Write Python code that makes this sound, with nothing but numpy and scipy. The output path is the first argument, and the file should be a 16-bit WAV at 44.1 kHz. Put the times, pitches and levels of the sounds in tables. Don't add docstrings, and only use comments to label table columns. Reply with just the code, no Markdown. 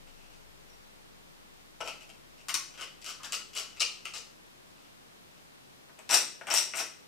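import sys
import numpy as np
from scipy import signal
from scipy.fft import rfft, irfft
from scipy.io import wavfile

SR = 44100
rng = np.random.default_rng(int(sys.argv[2]) if len(sys.argv) > 2 else 0)


def dump(signal):
    limited = np.clip(np.atleast_2d(signal).T, -1, 1)
    pcm = np.round(limited * 32767).astype(np.int16)
    wavfile.write(sys.argv[1], SR, pcm)


def volts_from_db(level):
    exponent = np.asarray(level, float) / 20
    return 10 ** exponent


N = 311787

SPOT_CHANGES = [
    2.45,
    2.735,
    3.72,
    5.6,
]


def rms_one(x):
    return x / np.sqrt(np.mean(x ** 2) + 1e-20)


def in_time(rows):
    s, *columns = np.transpose(rows)
    return [np.interp(np.arange(N) / SR, s, column) for column in columns]


def at_hz(points, hz, axis=1):
    points = np.array(points)
    return np.interp(np.log(hz + 1), np.log(points[:, 0]), points[:, axis])


def coloured(spectrum):
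    hz = np.fft.rfftfreq(N + 1, 1 / SR)
    white = rfft(rng.standard_normal(N + 1))
    return rms_one(irfft(white * volts_from_db(at_hz(spectrum, hz)), N + 1)[:N])


def room_tone():
    # f/Hz, density/dB per Hz
    mid_spectrum = [(24, -40), (40, -15), (109, -8), (147, -3.5), (529, -8.5), (646, -10.5), (990, -11),
                    (1440, -13.5), (4030, -15.5), (16000, -26.5)]
    # f/Hz, density/dB per Hz
    side_spectrum = [(24, -31), (40, -7), (49, -23), (112, -3), (412, -5), (1720, -11.5), (3470, -14.5),
                     (12500, -27.5), (14500, -40), (16000, -58)]
    mid = volts_from_db(-60.5) * coloured(mid_spectrum)
    side = volts_from_db(-56.5) * coloured(side_spectrum) + 0.22 * mid
    return np.stack([mid + side, mid - side])


def rumble():
    # t/s, f/Hz, level/dB
    run_down = [
        (0.0, 23.9, -63),
        (0.9, 23.5, -69),
        (1.9, 23.56, -70.5),
        (3.9, 21.8, -74),
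        (7.07, 21, -88),
    ]
    hz, level_db = in_time(run_down)
    sine = volts_from_db(level_db + 13.0) * np.sin(2 * np.pi * np.cumsum(hz) / SR)
    drone = volts_from_db(0.67 * level_db - 21) * coloured([(45, -36), (68, 16), (100, -5), (150, -12), (220, -31)])
    right_under_left_db = 12.5
    return np.stack([sine + drone, -sine * volts_from_db(-right_under_left_db) - 0.29 * drone])


def room_tail():
    # f/Hz, t60/s, left-right correlation/1
    reverberation = [(299.4, 0.56, 0.97), (720, 0.34, 0.69), (2000, 0.41, 0.59), (5500, 0.43, 0.42),
                     (8850, 0.36, -0.13), (13800, 0.25, 1)]
    t = np.arange(SR // 2) / SR
    edges = 200 * 2 ** np.arange(0, 6.6, .5)
    tail = 0
    for low, high in zip(edges, edges[1:]):
        centre = np.sqrt(low * high)
        band = signal.butter(2, [low, high], "band", fs=SR, output="sos")
        mid, side = signal.sosfilt(band, rng.standard_normal((2, len(t))))
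        alike = np.clip(at_hz(reverberation, centre, axis=2), -1, 1)
        dying = volts_from_db(-60 * t / at_hz(reverberation, centre))
        tail = tail + dying * (np.sqrt(1 + alike) * mid + np.sqrt(1 - alike) * side * [[1], [-1]])
    tail = tail * np.clip((t - .002) / 0.0037, 0, 1)
    return tail / np.sqrt(np.sum(tail ** 2) / 2)


def room(x):
    turn = 2 * np.pi * 3 * np.arange(N) / SR
    tails = 0
    for share in (np.cos(turn), np.sin(turn)):
        tails = tails + signal.fftconvolve((x * share)[None], room_tail(), axes=1)[:, :N]
    lag = round(.0075 * SR)
    echo = np.stack([np.roll(x, lag), -.5 * np.roll(x, lag + 5)])
    balance_db = np.array([[1.9], [-1.9]])
    return (volts_from_db(-0.5) * tails + volts_from_db(-3.5) * echo) * volts_from_db(balance_db)


def microphones(x):
    high_pass = signal.butter(2, 4000, "high", fs=SR, output="sos")
    treble = signal.sosfilt(high_pass, np.roll(x, round(.0006 * SR)))
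    balance_db = np.array([[2.7], [-3.2]])
    return (x + 0.58 * treble * [[1], [-1]]) * volts_from_db(balance_db)


def squeak():
    # t/s, length/s, start f/Hz, end f/Hz, flutter width/Hz, level/dB
    songs = [
        (0.676, 0.053, 5650, 5600, 25, -67.5),
        (3.193, 0.038, 1173, 1326, 150, -56.5),
        (3.23, 0.0502, 1391, 1717, 198, -49.5),
    ]
    out = np.zeros(N)
    for s, length, start_hz, end_hz, width, level_db in songs:
        u = np.linspace(0, 1, round(length * SR))
        jitter = rng.standard_normal((2, SR // 5))[:, :len(u)]
        flutter = rms_one(signal.lfilter(*signal.butter(1, width, fs=SR), jitter))
        phase = 2 * np.pi * np.cumsum(start_hz + (end_hz - start_hz) * u) / SR
        tone = (1 + flutter[0]) * np.sin(phase) + flutter[1] * np.cos(phase)
        start = round(s * SR)
        out[start:start + len(u)] += volts_from_db(level_db) * np.sin(np.pi * u) * tone
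    return out


def slips(per_s, spread_db, rub):
    sizes = volts_from_db(spread_db * np.minimum(rng.exponential(1, N), 4)) * rng.choice([-1, 1], N)
    clicks = rms_one(sizes * (rng.random(N) < per_s / SR))
    return rms_one(clicks + rub * rng.standard_normal(N))


def on_parts(s, cavity_db, wall_db, rim_db):
    blade_above_rim = [-1.5, -1.5, -2, -4.5, -1.5]
    blade_db = rim_db + blade_above_rim[np.searchsorted(SPOT_CHANGES, s)]
    return volts_from_db(cavity_db + np.array([wall_db, 0, rim_db, blade_db]))[:, None]


def blade_force():
    # t/s, length/s, cavity level/dB, wall above cavity/dB, rim above cavity/dB
    cuts = [(1.804, 0.0143, -48.5, 10, -4.5), (1.842, 0.038, -56, 5, -1), (1.875, 0.025, -46, -2, -1),
            (2.484, .029, -47, 1.5, 7), (2.541, 0.017, -39.5, -2.5, 7.5), (2.776, 0.043, -48, -1.5, -6),
            (2.81, 0.04, -51, -0.5, 0.5), (3.043, 0.078, -46, -5.5, 0), (3.232, 0.04, -52.5, -1, 3),
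            (3.322, 0.033, -42.5, -4.5, 5), (3.55, 0.066, -39, -7, -1), (3.803, 0.023, -31, -12, 0),
            (4.05, 0.038, -45.5, -9, -8.5), (4.136, 0.032, -47.5, -1.5, 3), (4.161, 0.027, -54.5, -10, 9),
            (5.986, .014, -59.5, 4.5, -8), (6.091, 0.057, -34.5, -0.5, 2.5), (6.126, 0.059, -36.5, 0, 9),
            (6.411, 0.0089, -54, 7, -18), (6.469, 0.026, -42.5, 2, -4.5), (6.501, 0.037, -35, -4, -0.5),
            (6.539, .058, -36.5, -5, 9.5), (6.736, 0.021, -46.5, 2.5, -8), (6.752, 0.069, -41, -0.5, 4.5)]
    # t/s, length/s, cavity level/dB
    brushes = [(0.068, 0.026, -62.5), (0.137, 0.16, -70), (.296, 0.08, -66), (.682, .035, -77),
               (.725, 0.031, -69), (2.008, 0.026, -56), (2.092, 0.012, -56), (2.38, 0.042, -63),
               (2.739, 0.021, -56.5), (3.764, 0.027, -53), (4.751, 0.17, -70.5), (5.338, 0.067, -68.5)]
    # t/s, cavity level/dB, wall above/dB, rim above/dB
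    catches = [(1.809, -37.5, -10, -11), (1.861, -43, -19, -13), (2.493, -39, -4, -7),
               (2.823, -37, -16, -9.5), (3.016, -59, -10, 6), (3.023, -51, -20, -1.5),
               (3.062, -53.5, 5, 14.5), (3.091, -48, -10, -2), (3.245, -51, -7, 5.5),
               (3.33, -36.5, -5.5, 0.5), (1.875, -42, 2.5, -10), (3.359, -40, -14, -2),
               (3.532, -55, -13, -3), (3.537, -51, -14, -4), (3.573, -56, 6, 15), (3.797, -47, -13, 11),
               (4.054, -37.5, -4.5, -3), (4.3, -67, -6, -6), (5.894, -81.5, 22, -2), (6.411, -47, 2, -18),
               (5.99, -58, -10, -16), (6.098, -56, 17, 4), (6.109, -43, -5, 11), (6.143, -37, 6, 15.5),
               (6.15, -53, 18, 9), (6.569, -54, 15, 3), (6.736, -40, 1.5, -14), (2.484, -51.5, 9, -4),
               (2.776, -50.5, -2.5, -12), (3.232, -53.5, 7, 6)]
    # t/s, blade level/dB
    springs = [
        (2.484, -43),
        (3.043, -45),
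        (3.55, -45),
        (5.99, -52.5),
        (6.47, -55),
        (6.539, -23.5),
    ]
    pressure, catch = np.zeros((4, N)), np.zeros((4, N))
    brush_wall_db, brush_rim_db = -6, -4.5
    strokes = cuts + [(*row, brush_wall_db, brush_rim_db) for row in brushes]
    for s, length, *levels_db in strokes:
        u = np.linspace(0, 1, max(round(length * SR), 2))
        swell = np.clip(length / 0.062, 0, 1)
        lift_off = np.minimum(1, (1 - u) / 0.11)
        shape = (1.1 - 0.71 * swell + 0.51 * swell * np.sin(np.pi * u)) * lift_off
        start = round(s * SR)
        pressure[:, start:start + len(u)] += volts_from_db(-2.0) * on_parts(s, *levels_db) * shape

    bite_db, bite_loss_db_per_s, scatter_db = 5.5, 250, 3
    bites = [(s, db + bite_db - bite_loss_db_per_s * length, *colour) for s, length, db, *colour in strokes]
    crumbs = rng.standard_normal((80, 400)) * 0.2 * np.exp(-np.arange(400) / SR / 0.003)
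    crumbs[:, 0] = 1
    scatter = volts_from_db(scatter_db * rng.standard_normal((80, 4, 1)))
    for (s, *levels_db), crumb, chance in zip(bites + catches, crumbs, scatter):
        start = round(s * SR)
        catch[:, start:start + len(crumb)] += volts_from_db(14.0) * on_parts(s, *levels_db) * chance * crumb
    shell_under_blade_db = -11.5 * np.array([[1], [1], [1], [0]])
    for (s, blade_db), crumb in zip(springs, crumbs[::-1]):
        start = round(s * SR)
        catch[:, start:start + len(crumb)] += volts_from_db(blade_db + 15.5 + shell_under_blade_db) * crumb

    shared = slips(per_s=900, spread_db=4.5, rub=0.7)
    own = [slips(per_s=1500, spread_db=6.5, rub=0.47) for part in pressure]
    return pressure * (0.63 * shared + 0.74 * np.array(own)) + catch


def resonate(force, modes):
    spot = np.searchsorted(SPOT_CHANGES, np.arange(N) / SR)
    total = np.sqrt(np.sum(volts_from_db(np.array(modes)[:, 2:]) ** 2, axis=0))
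    out = 0
    for k, (hz, width, *levels_db) in enumerate(modes):
        r = np.exp(-np.pi * width / SR)
        sos = 2 * [[0.93, 0.0078, -1.008, 1, -2 * r * np.cos(2 * np.pi * hz / SR), r * r]]
        unit = np.linalg.norm(signal.sosfilt(sos, signal.unit_impulse(SR // 10)))
        struck = force * (volts_from_db(np.array(levels_db)) / total / unit)[spot]
        ringing = signal.sosfilt(sos, struck + 1e-18)
        out = out + (-1) ** k * ringing
    return out


def shell():
    # f/Hz, width/Hz, level/dB at spots 1 to 5
    wall = [(347, 280, -9.5, -12.5, -12.5, -14, -4), (438, 168, -7, -23, -10.5, -10, -5.5),
            (630, 183, 1, -10.5, -8, -10.5, 3), (880, 240, -3, -13, -21, -8.5, 3.5),
            (1131, 216, -11, 1.5, -3.5, -7, -1), (1294, 120, -4.5, -7, -4, 1.5, 3),
            (1450, 203, -3.5, -1.5, -3, -9, 3), (1756, 480, -19, -8, -11.5, -9, 1.5)]
    # f/Hz, width/Hz, level/dB at spots 1 to 5
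    cavity = [(2067, 420, -7.5, -3.5, -6, -6, 2.5), (2540, 380, -1, -6, -3.5, 0, 5),
              (2895, 320, 0.5, -0.5, 1, 0, 3), (3210, 420, -6.5, -10, -2.5, -5, -1)]
    # f/Hz, width/Hz, level/dB at spots 1 to 5
    rim = [(3800, 1160, -4.5, -5.5, -5, -2, -4.5), (4390, 680, -5, -7, -4, -5, -10.5),
           (4840, 570, -3, -4.5, -2, 0, -4), (5350, 350, -3, -7, -5, -5, -4.5),
           (5650, 510, -1.5, -3, -4.5, -5, 2), (6090, 490, -12, -8.5, -9, -6.5, -8.5)]
    # f/Hz, width/Hz, level/dB at spots 1 to 5
    blade = [(6410, 680, -2, -3.5, -1, 0, -4), (7310, 970, -3, -4.5, -2.5, -0.5, -2),
             (8010, 730, -3, -14, -1.5, 0, 0), (8850, 1150, -5, -1, -8, -5, 0),
             (10300, 3140, -6, -12, -4, -5, -10.5), (11200, 2600, -5, -4.5, -7, -9, -6.5),
             (13040, 850, -14, -13, -11, -12, -9.5), (15000, 2700, -16, -13, -16, -18, -22)]
    parts = [wall, cavity, rim, blade]
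    return sum(resonate(force, part) for force, part in zip(blade_force(), parts))


def scene():
    near = shell() + squeak()
    return microphones(near) + room(near) + rumble() + room_tone()


def band_limit(x):
    return signal.sosfilt(signal.butter(12, 16830, fs=SR, output="sos"), x)


def record(dry):
    top_cut = signal.cheby2(16, 70, 16200, fs=SR, output="sos")
    mix = signal.sosfilt(top_cut, dry)
    return band_limit(mix)


dry = scene()
out = record(dry)
dump(out)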